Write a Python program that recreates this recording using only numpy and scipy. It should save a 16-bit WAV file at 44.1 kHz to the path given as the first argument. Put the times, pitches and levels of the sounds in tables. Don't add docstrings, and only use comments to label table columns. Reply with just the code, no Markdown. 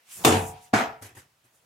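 import sys
import numpy as np
from scipy import signal
from scipy.fft import rfft, irfft, next_fast_len
from scipy.io import wavfile
from scipy.ndimage import uniform_filter1d, map_coordinates

SR = 44100
rng = np.random.default_rng(int(sys.argv[2]) if len(sys.argv) > 2 else 0)


def inscribe(sig):
    pcm = np.round(np.clip(np.atleast_2d(sig).T, -1, 1) * 32767)
    wavfile.write(sys.argv[1], SR, pcm.astype(np.int16))


N = 72765


def amp(db):
    return 10 ** (np.asarray(db) / 20)


def along(points, hz):
    point_hz, values = np.transpose(points)
    return np.interp(np.log(hz + 1), np.log(point_hz + 1), values)


def level(rows):
    s, db = np.transpose(rows)
    return amp(np.interp(np.arange(N) / SR, s, db))


# frequency in Hz, left-right correlation (1 is identical).
COHERENCE = [(60, .98), (200, .97), (400, .88), (700, .5), (1200, 0), (2500, .35), (6000, .35),
             (14000, .35)]
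PATCHY_DB = 2


def no_shape(hz, t):
    return 0 * t


def noise(size, colour, shape_db=no_shape):
    white = rng.standard_normal((2, size))
    hz, t, spectrum = signal.stft(white, SR, nperseg=512, noverlap=384)
    hz = hz[:, None]
    gain = amp(along(colour, hz))
    gain = gain / np.sqrt(np.mean(gain ** 2))
    patches = rng.standard_normal(spectrum.shape[1:])
    patches = uniform_filter1d(patches, size=4, axis=0)
    patches = uniform_filter1d(patches, size=12, axis=1)
    patches_db = PATCHY_DB * patches / np.std(patches)
    spectrum = spectrum * gain * amp(shape_db(hz, t) + patches_db)
    angle = np.arccos(np.clip(along(COHERENCE, hz), -1, 1)) / 2
    middle = spectrum[0] * np.cos(angle)
    side = spectrum[1] * np.sin(angle)
    pair = np.array([middle + side, middle - side])
    return signal.istft(pair, SR, nperseg=512, noverlap=384)[1][:, :size]


SHUDDER_LOSS = .4


def ring(modes, t, hold=0):
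    out = np.zeros((2, len(t)))
    age = t - (1 - SHUDDER_LOSS) * np.minimum(t, hold)
    for hz, db, t60 in modes:
        wander = np.cumsum(rng.normal(0, .003, len(t)))
        offset = np.arccos(along(COHERENCE, hz)) * rng.choice([-.5, .5])
        decay = amp(db + rng.normal(0, 1) - 60 * age / max(t60, .01))
        out += decay * np.sin(2 * np.pi * hz * t + wander + [[offset], [-offset]])
    return out


# frequency in Hz, relative density in dB per Hz.
CRACK_COLOUR = [(200, -30.5), (700, 2), (1500, -15), (3000, -8), (4500, -14.5), (7000, -13.5),
                (12000, -22.5), (16000, -23)]
CRACK_S = 0.032
RATTLE_DB, RATTLE_PER_S = 1, 250
STEEPEN_DB_PER_S2 = 29.5


def blows(events, colour, t60_by_band, rings, crack_db=-80):
    out = np.zeros((2, N + SR))
    t = np.arange(SR) / SR
    for s, db, attack, hold in events:
        def dying(hz, u):
            age = SHUDDER_LOSS * np.minimum(u, hold) + np.maximum(u - hold, 0)
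            return -60 * age / along(t60_by_band, hz)

        rattle = map_coordinates(rng.standard_normal(SR), [t * RATTLE_PER_S])
        body = noise(SR, colour, dying) * amp(RATTLE_DB * rattle)
        crack = noise(SR, CRACK_COLOUR) * amp(crack_db - 60 * t / CRACK_S)
        ringing = sum(amp(ring_db) * ring(modes, t, hold) for modes, ring_db in rings)
        onset = 1 - np.exp(-(t / attack) ** 2)
        shape = amp(db - STEEPEN_DB_PER_S2 * t ** 2) * onset
        start = round(s * SR)
        out[:, start:start + SR] += (body + crack + ringing) * shape
    return out[:, :N]


# frequency in Hz, relative density in dB per Hz.
AIR_COLOUR = [(24, -72), (40, -24.5), (112, -9), (290, -12), (422, -16.5), (503, -8.5), (584, -11.5),
              (989, -9.5), (16000, -22.5)]
# time in seconds, gain in dB.
AIR_FADES = [(0, 1), (1.1, -0.5), (1.4, -2), (1.65, 0.5)]
AIR_DB = -68


def room_air():
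    return amp(AIR_DB) * level(AIR_FADES) * noise(N, AIR_COLOUR)


# time in seconds, level in dB.
RUMBLE_LEVEL = [(0, -92), (.25, -77), (.3, -54), (.45, -41), (.6, -60), (.65, -71), (.74, -69), (.9, -51),
                (1.0, -69), (1.2, -60.5), (1.3, -78), (1.65, -80)]
# frequency in Hz, relative density in dB per Hz.
RUMBLE_COLOUR = [(25, -9.5), (60, -1.5), (140, 2.5), (220, -25.5), (400, -50)]


def rumble():
    hz = np.fft.rfftfreq(N, 1 / SR)
    colour = RUMBLE_COLOUR + [(800, -120)]
    bass = irfft(rfft(rng.standard_normal(N)) * amp(along(colour, hz)), N)
    return level(RUMBLE_LEVEL) * bass / np.std(bass)


# start in seconds, frequency in Hz, level in dB, swell in seconds,
# hold in seconds, time to fall 60 dB in seconds.
BOOMS = [(0.247, 118.4, -21, .004, 0.025, 0.13), (0.251, 93.5, -22.5, 0.031, 0.12, 0.37),
         (0.728, 107, -22, 0.015, 0.026, 0.094), (1.011, 102, -43.5, 0.004, 0.049, 0.085),
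         (1.163, 105.3, -44.5, 0.0063, 0.022, 0.053), (1.436, 114.5, -65, .008, .025, 0.12),
         (1.59, 104, -71, 0.021, .02, 0.13)]


def boom():
    out = np.zeros(N)
    for s, hz, db, swell, hold, t60 in BOOMS:
        t = np.maximum(np.arange(N) / SR - s, 0)
        shape = (1 - np.exp(-t / swell)) * amp(db - 60 * np.maximum(t - hold, 0) / t60)
        wander = np.cumsum(rng.normal(0, .012, N))
        out += shape * np.sin(2 * np.pi * hz * t + wander)
    return out


# time in seconds, level in dB.
SWISH_LEVEL = [(0, -85), (.05, -72.5), (.124, -44.5), (.178, -43), (.23, -49.5), (.35, -41), (.44, -45),
               (.485, -43.5), (.52, -52), (.55, -66), (.6, -66.5), (.64, -55.5), (.69, -66.5), (.72, -85),
               (1.5, -89), (1.56, -64.5), (1.62, -85)]
# frequency in Hz, relative density in dB per Hz.
SWISH_COLOUR = [(3000, -36), (5000, -7.5), (7000, 0.5), (9000, 0.5), (11000, -1), (13700, -6.5),
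                (16000, -14.5)]
# time in seconds, level in dB.
SWISH_MIDS_LEVEL = [(0, -72), (.05, -69.5), (.12, -51), (.2, -56.5), (.26, -63), (.4, -72), (.55, -58),
                    (.6, -61.5), (.68, -63), (.72, -81)]
# frequency in Hz, relative density in dB per Hz.
SWISH_MIDS_COLOUR = [(300, -23), (900, -7.5), (2600, 0.5), (4000, -5), (6000, -6.5), (9000, -31)]


def clothes_swish():
    treble = level(SWISH_LEVEL) * noise(N, SWISH_COLOUR)
    mids = level(SWISH_MIDS_LEVEL) * noise(N, SWISH_MIDS_COLOUR)
    return treble + mids


# time in seconds, level in dB.
RUSH_LEVEL = [(.1, -89.5), (.178, -51.5), (.228, -41.5), (.25, -46.5), (.3, -75)]
# frequency in Hz, relative density in dB per Hz.
RUSH_COLOUR = [(30, -25.5), (90, -6), (300, -16), (1000, -17), (2500, -29.5)]


def throw_rush():
    return level(RUSH_LEVEL) * noise(N, RUSH_COLOUR)


# start in seconds, level in dB, frequency in Hz, time to fall 60 dB in seconds.
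TICK = (.579, -56, 7000, .04)


def tick():
    s, db, hz, t60 = TICK
    t = np.arange(SR // 10) / SR
    start = round(s * SR)
    out = np.zeros((2, N))
    out[:, start:start + len(t)] = ring([(hz, db, t60)], t)
    return out


# start in seconds, level in dB, attack in seconds, scuff in seconds.
THUMPS = [(1.012, -55, 0.0029, 0.01), (1.0215, -42, .001, 0.044), (1.148, -52.5, 0.0033, 0.023),
          (1.162, -47.5, 0.0091, .03), (1.436, -64, 0.0065, .03), (1.6, -75.5, .015, .02)]
# frequency in Hz, relative density in dB per Hz.
THUMP_COLOUR = [(94, -31), (160, -11), (359, -0.5), (581, -8.5), (822, -3.5), (1310, -8), (1960, -2.5),
                (2150, -7), (4480, -16.5), (6210, -10.5), (10700, -9.5), (13900, -14), (16000, -29.5)]
# frequency in Hz, time to fall 60 dB in seconds.
THUMP_DECAY = [(60, 0.18), (300, 0.28), (1000, 0.25), (3000, 0.3), (10000, 0.18)]


def bounces():
    return blows(THUMPS, THUMP_COLOUR, THUMP_DECAY, [(BOARDS[:3], -14)])


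# start in seconds, level in dB, attack in seconds, clatter in seconds.
LANDING = [(.731, -34, .001, 0.0037), (.7352, -18, 0.00087, 0.068)]
# frequency in Hz, relative density in dB per Hz.
LANDING_COLOUR = [(35, -43), (60, -27), (227, -3.5), (527, -19.5), (681, -3), (1090, -16.5), (1190, -8),
                  (2520, -17.5), (3500, -25), (7740, -28.5), (13600, -42.5), (16000, -51.5)]
# frequency in Hz, time to fall 60 dB in seconds.
FLOOR_DECAY = [(60, 0.085), (250, 0.27), (800, 0.42), (2500, 0.33), (6000, 0.28), (10000, 0.19),
               (14000, 0.4)]
# frequency in Hz, relative level in dB, nominal 60 dB decay in seconds.
BOARDS = [(240.4, -8, 0.32), (273.7, 8, 0.04), (402.3, -14, 0.049), (669.4, -4, 0.38), (739.7, 10, 0.036),
          (1037, -8.5, 0.26), (1192, -11.5, 0.21), (1350, -13, 0.61), (1714, -6.5, .3), (1890, -6.5, 0.093)]


def landing():
    rings = [(BOARDS, -5.5), (WALL, -13), (BLADE, -26)]
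    return blows(LANDING, LANDING_COLOUR, FLOOR_DECAY, rings)


# start in seconds, level in dB, attack in seconds,
# shudder in seconds.
HITS = [(.238, -36, 0.0022, 0.0066), (.2475, -14.5, 0.0013, 0.098)]
# frequency in Hz, relative density in dB per Hz.
HIT_COLOUR = [(76, -30.5), (130, 0), (183, -10), (349, -4), (521, -16.5), (780, -3.5), (828, -8.5),
              (1890, -20.5), (2610, -17), (4680, -24.5), (7730, -20.5), (13600, -24.5), (16000, -42.5)]
# frequency in Hz, time to fall 60 dB in seconds.
HIT_DECAY = [(40, .6), (100, 0.98), (200, .35), (400, 0.36), (1000, 0.46), (2500, 0.4), (6000, 0.21),
             (14000, 0.091)]
# frequency in Hz, relative level in dB, nominal 60 dB decay in seconds.
WALL = [(443, -1, .47), (520, -10, .48), (668, -10, .55), (733, -10, .82), (808, -10, .68), (880, -13, .6),
        (953, -8, .7), (231, -8, .3), (305, -8, .28), (339, -2, .2), (572, -10, .25), (700, 0, .06),
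        (775, -2, .15), (1066, -8, .2)]
# frequency in Hz, relative level in dB, nominal 60 dB decay in seconds.
BLADE = [(2210, -3, .08), (2770, -1, .1), (3550, 0.5, .15), (6430, -3.5, 0.11), (6840, -4.5, 0.25),
         (8300, -12.5, .12)]


def target_hit():
    rings = [(WALL, -4.5), (BLADE, -13)]
    return blows(HITS, HIT_COLOUR, HIT_DECAY, rings, crack_db=10.5)


def scene():
    background = room_air() + rumble() + boom()
    thrower = clothes_swish() + throw_rush()
    knife = tick() + bounces() + landing() + target_hit()
    return background + thrower + knife


# frequency in Hz, left minus right level in dB.
LEAN = [(1000, 0.84), (3000, 0.5), (6000, -2), (14000, -0.5)]
LOW_HZ, TOP_HZ = 45, 16080
CEILING = 1.0


def record(dry):
    m = next_fast_len(N + SR // 2)
    hz = np.fft.rfftfreq(m, 1 / SR)
    lean = along(LEAN, hz) / 2
    roll_off = (1j * hz / (LOW_HZ + 1j * hz)) ** 3
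    x = irfft(rfft(dry, m) * amp([lean, -lean]) * roll_off, m)
    x = x / (1 + np.abs(x / CEILING) ** 4) ** .25
    return irfft(rfft(x) * (hz < TOP_HZ), m)[:, :N]


dry = scene()
out = record(dry)
inscribe(out)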